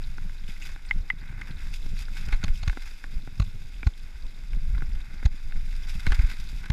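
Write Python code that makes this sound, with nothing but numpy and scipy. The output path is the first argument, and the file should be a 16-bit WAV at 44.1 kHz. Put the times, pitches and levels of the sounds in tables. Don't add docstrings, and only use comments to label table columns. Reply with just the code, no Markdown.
import sys
import numpy as np
from scipy import signal
from scipy.fft import rfft, irfft, next_fast_len
from scipy.io import wavfile
from scipy.ndimage import uniform_filter1d

SR = 44100
rng = np.random.default_rng(int(sys.argv[2]) if len(sys.argv) > 2 else 0)


def dump(signal):
    limited = np.clip(np.atleast_2d(signal).T, -1, 1)
    pcm = np.round(limited * 32767).astype(np.int16)
    wavfile.write(sys.argv[1], SR, pcm)


N = 296352
TIME = np.arange(N) / SR


# t/s, relative level/dB
AIRFLOW = [(0.0, -35.5), (1.53, -42), (1.66, -37.5), (2.4, -34.5), (2.81, -39), (4.32, -43.5), (4.7, -31.5),
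           (5.2, -36), (6.18, -31), (6.72, -41.5)]
# t/s at the middle, change/dB
GUSTS = [(0.48, 6), (0.8, -11), (0.98, 11.5), (2.88, -3.5), (2.99, -11), (3.18, 7.5), (4.25, 10.5),
         (4.56, 8.5), (4.94, 5.5), (5.08, -10), (5.4, -9), (5.56, 6), (6.02, -7)]
# f/Hz, gain/dB
BUFFET_SPECTRUM = [(8, -32.5), (18, 7), (27, -2.5), (40, -11), (60, -19), (100, -38.5), (200, -41),
                   (500, -84)]
GUST_S = 0.038

def buffeting(bumpy_db, boost_db=7.5):
    air_db, = curves(AIRFLOW)
    air = steady(colour(rng.standard_normal(N), BUFFET_SPECTRUM), span_s=0.037)
    return air * undb(air_db + swells(GUSTS, GUST_S) + boost_db + bumpy_db / 2)


# t/s, relative level/dB
RUTS = [(0.0, -49), (0.86, -58.5), (1.16, -49.5), (1.38, -48), (1.66, -60), (2.55, -44), (2.79, -103),
        (3.03, -63), (3.35, -45), (3.91, -66), (4.28, -60), (4.71, -48), (5.31, -65), (5.54, -53),
        (6.1, -46.5), (6.48, -53)]
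# f/Hz, gain/dB
RUMBLE_SPECTRUM = [(35, -61), (70, 5.5), (120, 4.5), (190, -3.5), (270, -25), (400, -31.5), (700, -33.5),
                   (2500, -47)]
# t/s, change/dB
DIPS = [(1.143, -4.5), (5.29, -6)]
DIP_S = 0.028

def tread_rumble(bumpy_db, boost_db=3.0):
    tread_db, = curves(RUTS)
    drumming = steady(colour(grains(rate=500, spread_db=1.5), RUMBLE_SPECTRUM), span_s=0.0745)
    lull_db = np.minimum(swells(GUSTS, GUST_S), 0)
    return drumming * undb(tread_db + boost_db + bumpy_db + lull_db)


# t/s at the peak, push level/dB, push half-length/s, rasp level/dB
JOLTS = [(2.338, 4.5, 0.012, -41), (2.44, -14, 0.0019, -35), (2.444, -21.5, 0.0019, -36),
         (2.506, 7, 0.016, -71), (2.633, -17, 0.0041, -40), (2.68, -7.5, 0.0033, -36),
         (2.698, 0, 0.012, -49), (3.401, -5, 0.0026, -35), (3.422, -6, 0.005, -42.5),
         (3.871, 0, 0.0042, -38.5), (5.258, 1.5, 0.0046, -36), (6.075, -10, 0.0024, -41),
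         (6.096, 14.5, 0.021, -45), (6.123, -4, 0.0064, -51), (6.196, 1.5, 0.0058, -46),
         (6.245, 0, 0.0077, -62), (6.703, -7, 0.0025, -38.5)]
# f/Hz, width/Hz, gain/dB
MOUNT_MODES = [(613, 160, 4.5), (830, 59, 10), (1100, 110, 10.5), (1450, 190, 8.5), (2016, 160, 9.5),
               (2500, 300, 8.5), (3620, 430, 6.5), (4270, 430, 7), (6510, 480, -0.5), (10600, 2400, -18)]

def jolts(leak_hz=40, rasp_length=1.19, relax=1.253):
    out, t = np.zeros(N), TIME[:8192] - TIME[2048]
    for s, push_db, push_s, rasp_db in JOLTS:
        half_s = push_s * np.where(t < 0, 1 / relax, relax)
        thump = np.exp(-(t / half_s) ** 2)
        for _ in range(2):
            thump = roll_off(thump, leak_hz, "high", order=1)
        slip = rng.standard_normal(len(t)) * np.exp(-(t / (push_s * rasp_length)) ** 4)
        rasp = blow(ring(slip, MOUNT_MODES), rasp_db)
        add(out, undb(push_db) * thump + rasp, s + t[0])
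    return out


# f/Hz, width/Hz, gain/dB
CASE_MODES = [(790, 150, -19), (1528, 206, 4), (2130, 166, 9.5), (2530, 210, 5), (3645, 424, 0),
              (4855, 165, 0.5), (5330, 296, -4.5), (6920, 1860, -13.5), (10630, 1950, -16),
              (13400, 2700, -20.5)]
# f/Hz, gain/dB
GRIT_SPECTRUM = [(200, -6), (600, 23.5), (1500, 7.5), (2600, 0.5), (4000, -9.5), (7000, -54)]
SPRAY_SPECTRUM = [(1500, -37.5), (2600, -1), (4500, 0), (8000, 4), (12000, 1.5), (15500, -0.5)]

def tyres(grit_db=-1.0, patchy_db=2.0, splash_db=2.5, smooth_db=-59, rough_db=-52):
    crunch_db, wet_db = surface()
    roughness = np.interp(crunch_db, [smooth_db, rough_db], [0.54, 1])
    stones, drops = grains(rate=3500, spread_db=1.8), grains(rate=12000, spread_db=1.6)
    grit = unit(colour(ring(stones, CASE_MODES), GRIT_SPECTRUM))
    spray = colour(ring(drops, CASE_MODES), SPRAY_SPECTRUM)
    spray /= np.std(roll_off(spray, 4430, "high"))
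    splash = roughness * spurts(rate=70, decay_s=0.008)
    clumps_db = patchy_db * (roughness * walk(rate=18) + splash)
    return grit * undb(crunch_db + grit_db + clumps_db) + spray * undb(wet_db + splash_db * splash)


# t/s, base grit level/dB, base spray level/dB
GROUND = [(0.0, -57, -61.5), (0.78, -58.5, -64), (0.99, -58, -65), (1.52, -52.5, -62.5), (1.85, -57, -59.5),
          (2.49, -51, -61.5), (2.79, -55.5, -57.5), (3.05, -59.5, -62.5), (4.55, -59.5, -63),
          (5.05, -55, -62.5), (5.46, -57.5, -63), (5.97, -52, -55.5), (6.12, -44, -53.5),
          (6.28, -50.5, -57.5), (6.5, -56, -57), (6.72, -56.5, -65.5)]
# t/s, length/s, grit change/dB, spray change/dB
PATCHES = [(0.454, 0.13, 1.5, 4.5), (0.599, 0.14, 7.5, 7.5), (0.866, 0.07, 5.5, 5),
           (1.208, 0.16, 3.5, -1.5), (1.729, 0.036, -0.5, 7), (1.952, 0.077, 2, 6), (2.14, 0.12, 5, 6),
           (2.527, 0.051, -4, 6), (2.857, 0.082, 4.5, 3.5), (5.88, 0.024, 2, 7), (6.305, 0.035, 7.5, 2.5),
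           (6.551, 0.04, 2.5, 4.5)]

def surface(attack_s=0.014, release_s=0.014):
    crunch_db, wet_db = curves(GROUND) + swells(DIPS, DIP_S)
    for s, length_s, grit_db, spray_db in PATCHES:
        entering = np.clip((TIME - s) / attack_s, 0, 1)
        inside = entering * np.exp(-np.maximum(TIME - s - length_s, 0) / release_s)
        crunch_db += grit_db * inside
        wet_db += spray_db * inside
    return crunch_db, wet_db


# t/s, level/dB, brightness f/Hz, chatter decay/s
KNOCKS = [(0.182, -42.5, 1380, 0.00095), (0.295, -49, 1500, 0.0012), (0.691, -49, 1900, 0.0018),
          (.761, -46, 1500, 0.00016), (1.413, -43, 2800, 0.0037), (1.861, -46, 388, 0.0013),
          (2.083, -47.5, 1500, 0.0013), (2.286, -41, 4150, 0.0043), (2.325, -32, 2740, 0.0064),
          (2.43, -39.5, 1790, 0.0023), (2.4813, -40, 1980, 0.00031), (2.678, -38, 2800, 0.0025),
          (2.697, -35, 3370, 0.00069), (2.729, -45.5, 1490, 0.00088), (2.772, -36.5, 583, 0.0002),
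          (3.04, -39, 1160, 0.0017), (3.274, -42.5, 690, 0.00087), (3.83, -40, 800, 0.0023),
          (3.87, -38, 860, 0.00027), (4.532, -47.5, 3100, 0.0025), (4.748, -46, 2000, 0.0038),
          (4.779, -45.5, 704, 0.003), (4.806, -50, 2500, 0.0013), (4.821, -39, 990, 0.0013),
          (5.228, -40.5, 337, 0.0012), (5.257, -43, 900, 0.0019), (5.522, -45, 1960, 0.0023),
          (6.066, -27.5, 2070, 0.0029), (6.12, -29, 2440, 0.0054), (6.13, -41, 2510, 0.00095),
          (6.192, -39.5, 2400, 0.0038), (6.639, -43.5, 1920, 0.0059), (6.657, -42, 3370, 0.0044),
          (6.701, -36, 2000, 0.0034)]
# f/Hz, width/Hz, gain/dB
FRAME_MODES = [(251, 64, 18), (550, 270, 2.5), (798, 134, 8), (1066, 97, 3.5), (1455, 163, 14),
               (1735, 280, 8.5), (2103, 110, 11.5), (2525, 230, 6), (3430, 1700, -2.5),
               (11300, 1100, -12.5)]

def knocks(chatter=0.19, tail=0.0056, tail_s=0.012, low_cut_ratio=0.63, detune=0.026):
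    out, t = np.zeros(N), TIME[:4096]
    for s, db, bright_hz, chatter_s in KNOCKS:
        decay = chatter * np.exp(-t / chatter_s) + tail * np.exp(-t / tail_s)
        force = rng.standard_normal(len(t)) * decay
        force[0] += 1
        force = roll_off(force, bright_hz, "low", order=1)
        force = roll_off(force, bright_hz * low_cut_ratio, "high", order=1)
        pitch = 1 + detune * rng.standard_normal()
        add(out, blow(ring(force, FRAME_MODES, pitch), db), s)
    return out


# t/s, level/dB, pitch as a ratio to its modes
CLINKS = [(.9100, -21, 1.037), (1.1017, -21.5, 1.02), (1.417, -36, 1.052), (3.83, -39.5, 1.15)]
# f/Hz, width/Hz, gain/dB
CLINK_MODES = [(803, 74, -8), (1180, 340, -8), (2006, 136, 24), (2050, 234, 19.5), (2830, 690, 0)]

def clinks(contact_s=0.0041, rebound=0.19, rebound_s=0.00116):
    out, t = np.zeros(N), TIME[:4096]
    for s, db, pitch in CLINKS:
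        force = 0.03 * rng.standard_normal(len(t)) * np.exp(-t / contact_s)
        force[0] += 1
        force[int(rebound_s * SR)] += rebound
        clink = roll_off(ring(force, CLINK_MODES, pitch), 2310, "low", order=3)
        add(out, blow(clink, db), s)
    return out


# t/s, level/dB
THUDS = [(0.487, -38.5), (0.958, -36), (1.133, -43), (1.225, -48), (1.504, -36.5), (1.932, -38),
         (2.277, -35), (2.441, -27.5), (3.137, -42), (3.234, -48), (4.567, -36.5), (4.82, -34.5),
         (5.139, -46), (5.341, -47), (5.554, -44), (6.527, -43)]
# f/Hz, width/Hz, gain/dB
TYRE_MODES = [(132.5, 71, 3), (209, 95, 0), (304, 130, -11)]

def thuds(contact_hz=420, middle_db=-37, db_per_octave=24):
    out, tap = np.zeros(N), signal.unit_impulse(4096)
    for s, db in THUDS:
        pitch = 2 ** ((middle_db - db) / db_per_octave)
        force = roll_off(tap, contact_hz * pitch, "low")
        add(out, blow(ring(force, TYRE_MODES, pitch), db), s)
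    return out


# t/s, starting f/Hz, level/dB
SQUELCHES = [(0.037, 3870, -50), (0.562, 2020, -50), (0.62, 6650, -51.5), (0.621, 2440, -41.5),
             (0.714, 5960, -59), (0.86, 8100, -60), (0.887, 4650, -52), (1.508, 3640, -51),
             (1.977, 4230, -49.5)]

def squelches(low_hz=2900, high_hz=8500, squelch_db=-4, spread_db=11, count=170):
    small, large = np.zeros(N), np.zeros(N)
    _, wet_db = surface()
    for when, height, length, strength in rng.random((count, 4)):
        hz = low_hz * (high_hz / low_hz) ** height
        burst = fizz(hz, rise_s=0.001 + 0.003 * length)
        add(small, blow(burst, spread_db * strength), when * TIME[-1])
    for s, hz, db in SQUELCHES:
        add(large, blow(fizz(hz, rise_s=0.0038), db), s)
    return unit(ring(small, CASE_MODES)) * undb(wet_db + squelch_db) + large


def fizz(hz, rise_s, glide=0.0194):
    age = TIME[:4096] / rise_s
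    phase = 2 * np.pi * np.cumsum(hz * (1 + glide * np.minimum(age, 10))) / SR
    band = roll_off(rng.standard_normal(len(age)), hz / 9, "low") * np.sin(phase)
    return band * age * np.exp(-age)


def rattle(rate=40, rattle_db=-11):
    crunch_db, _ = surface()
    taps = grains(rate=rate, spread_db=-3.0)
    ticks = roll_off(ring(taps, FRAME_MODES), 2200, "low", order=1)
    return unit(ticks) * undb(crunch_db + rattle_db)


# f/Hz, gain/dB
WIND_SPECTRUM = [(60, -6), (150, 3), (300, -3.5), (600, -11.5), (1200, -15), (7000, -56)]

def wind_rush(base_db=-61, gust_share=0.47):
    flutter_db = 2 * walk(rate=20)
    wind = unit(colour(rng.standard_normal(N), WIND_SPECTRUM))
    return wind * undb(base_db + gust_share * swells(GUSTS, GUST_S) + flutter_db)


def undb(db):
    return 10 ** (np.asarray(db) / 20)


def unit(x):
    return x / np.sqrt(np.mean(x ** 2))


def curves(table):
    s, *columns = np.transpose(table)
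    return [np.interp(TIME, s, c) for c in columns]


def swells(table, half_s):
    return sum(db * np.exp(-((TIME - s) / half_s) ** 2) for s, db in table)


def colour(x, points):
    hz, db = np.transpose(points)
    size = next_fast_len(len(x))
    f = np.maximum(np.fft.rfftfreq(size, 1 / SR), 1)
    gain = undb(np.interp(np.log(f), np.log(hz), db))
    return irfft(rfft(x, size) * gain, size)[:len(x)]


def ring(x, modes, pitch=1):
    return sum((-1) ** k * undb(db) * signal.lfilter(*signal.iirpeak(hz * pitch, hz / width, fs=SR), x)
               for k, (hz, width, db) in enumerate(modes))


def roll_off(x, hz, kind, order=2):
    return signal.sosfilt(signal.butter(order, min(hz, SR / 2 - 1), kind, fs=SR, output="sos"), x)


def walk(rate):
    knots = rng.standard_normal(4096)
    return np.interp(TIME * rate, np.arange(len(knots)), knots)


def grains(rate, spread_db):
    hit = rng.random(N) < rate / SR
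    return unit(hit * rng.standard_normal(N) * undb(spread_db * np.minimum(rng.exponential(size=N), 4)))


def spurts(rate, decay_s):
    kicks = (rng.random(N) < rate / SR) * (.5 + rng.random(N))
    rise = signal.lfilter([1], [1, -np.exp(-1 / (decay_s * SR))], kicks)
    return unit(rise - rise.mean())


def steady(x, span_s):
    return x / np.sqrt(uniform_filter1d(x ** 2, int(span_s * SR)) + 1e-12)


def blow(x, db):
    return x * undb(db) / np.sqrt(np.sum(x ** 2) / (SR / 100))


def add(out, x, s):
    i = max(int(s * SR), 0)
    out[i:i + len(x)] += x[:max(N - i, 0)]


def scene():
    bumpy_db = 5 * walk(rate=25) + swells(DIPS, DIP_S)
    camera = buffeting(bumpy_db) + tread_rumble(bumpy_db) + jolts()
    bike = tyres() + knocks() + clinks() + thuds() + squelches() + rattle()
    return (camera + bike + wind_rush())[None]


def record(dry, top_hz=15350):
    return signal.sosfilt(signal.ellip(10, .2, 70, top_hz, fs=SR, output="sos"), dry)


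dry = scene()
out = record(dry)
dump(out)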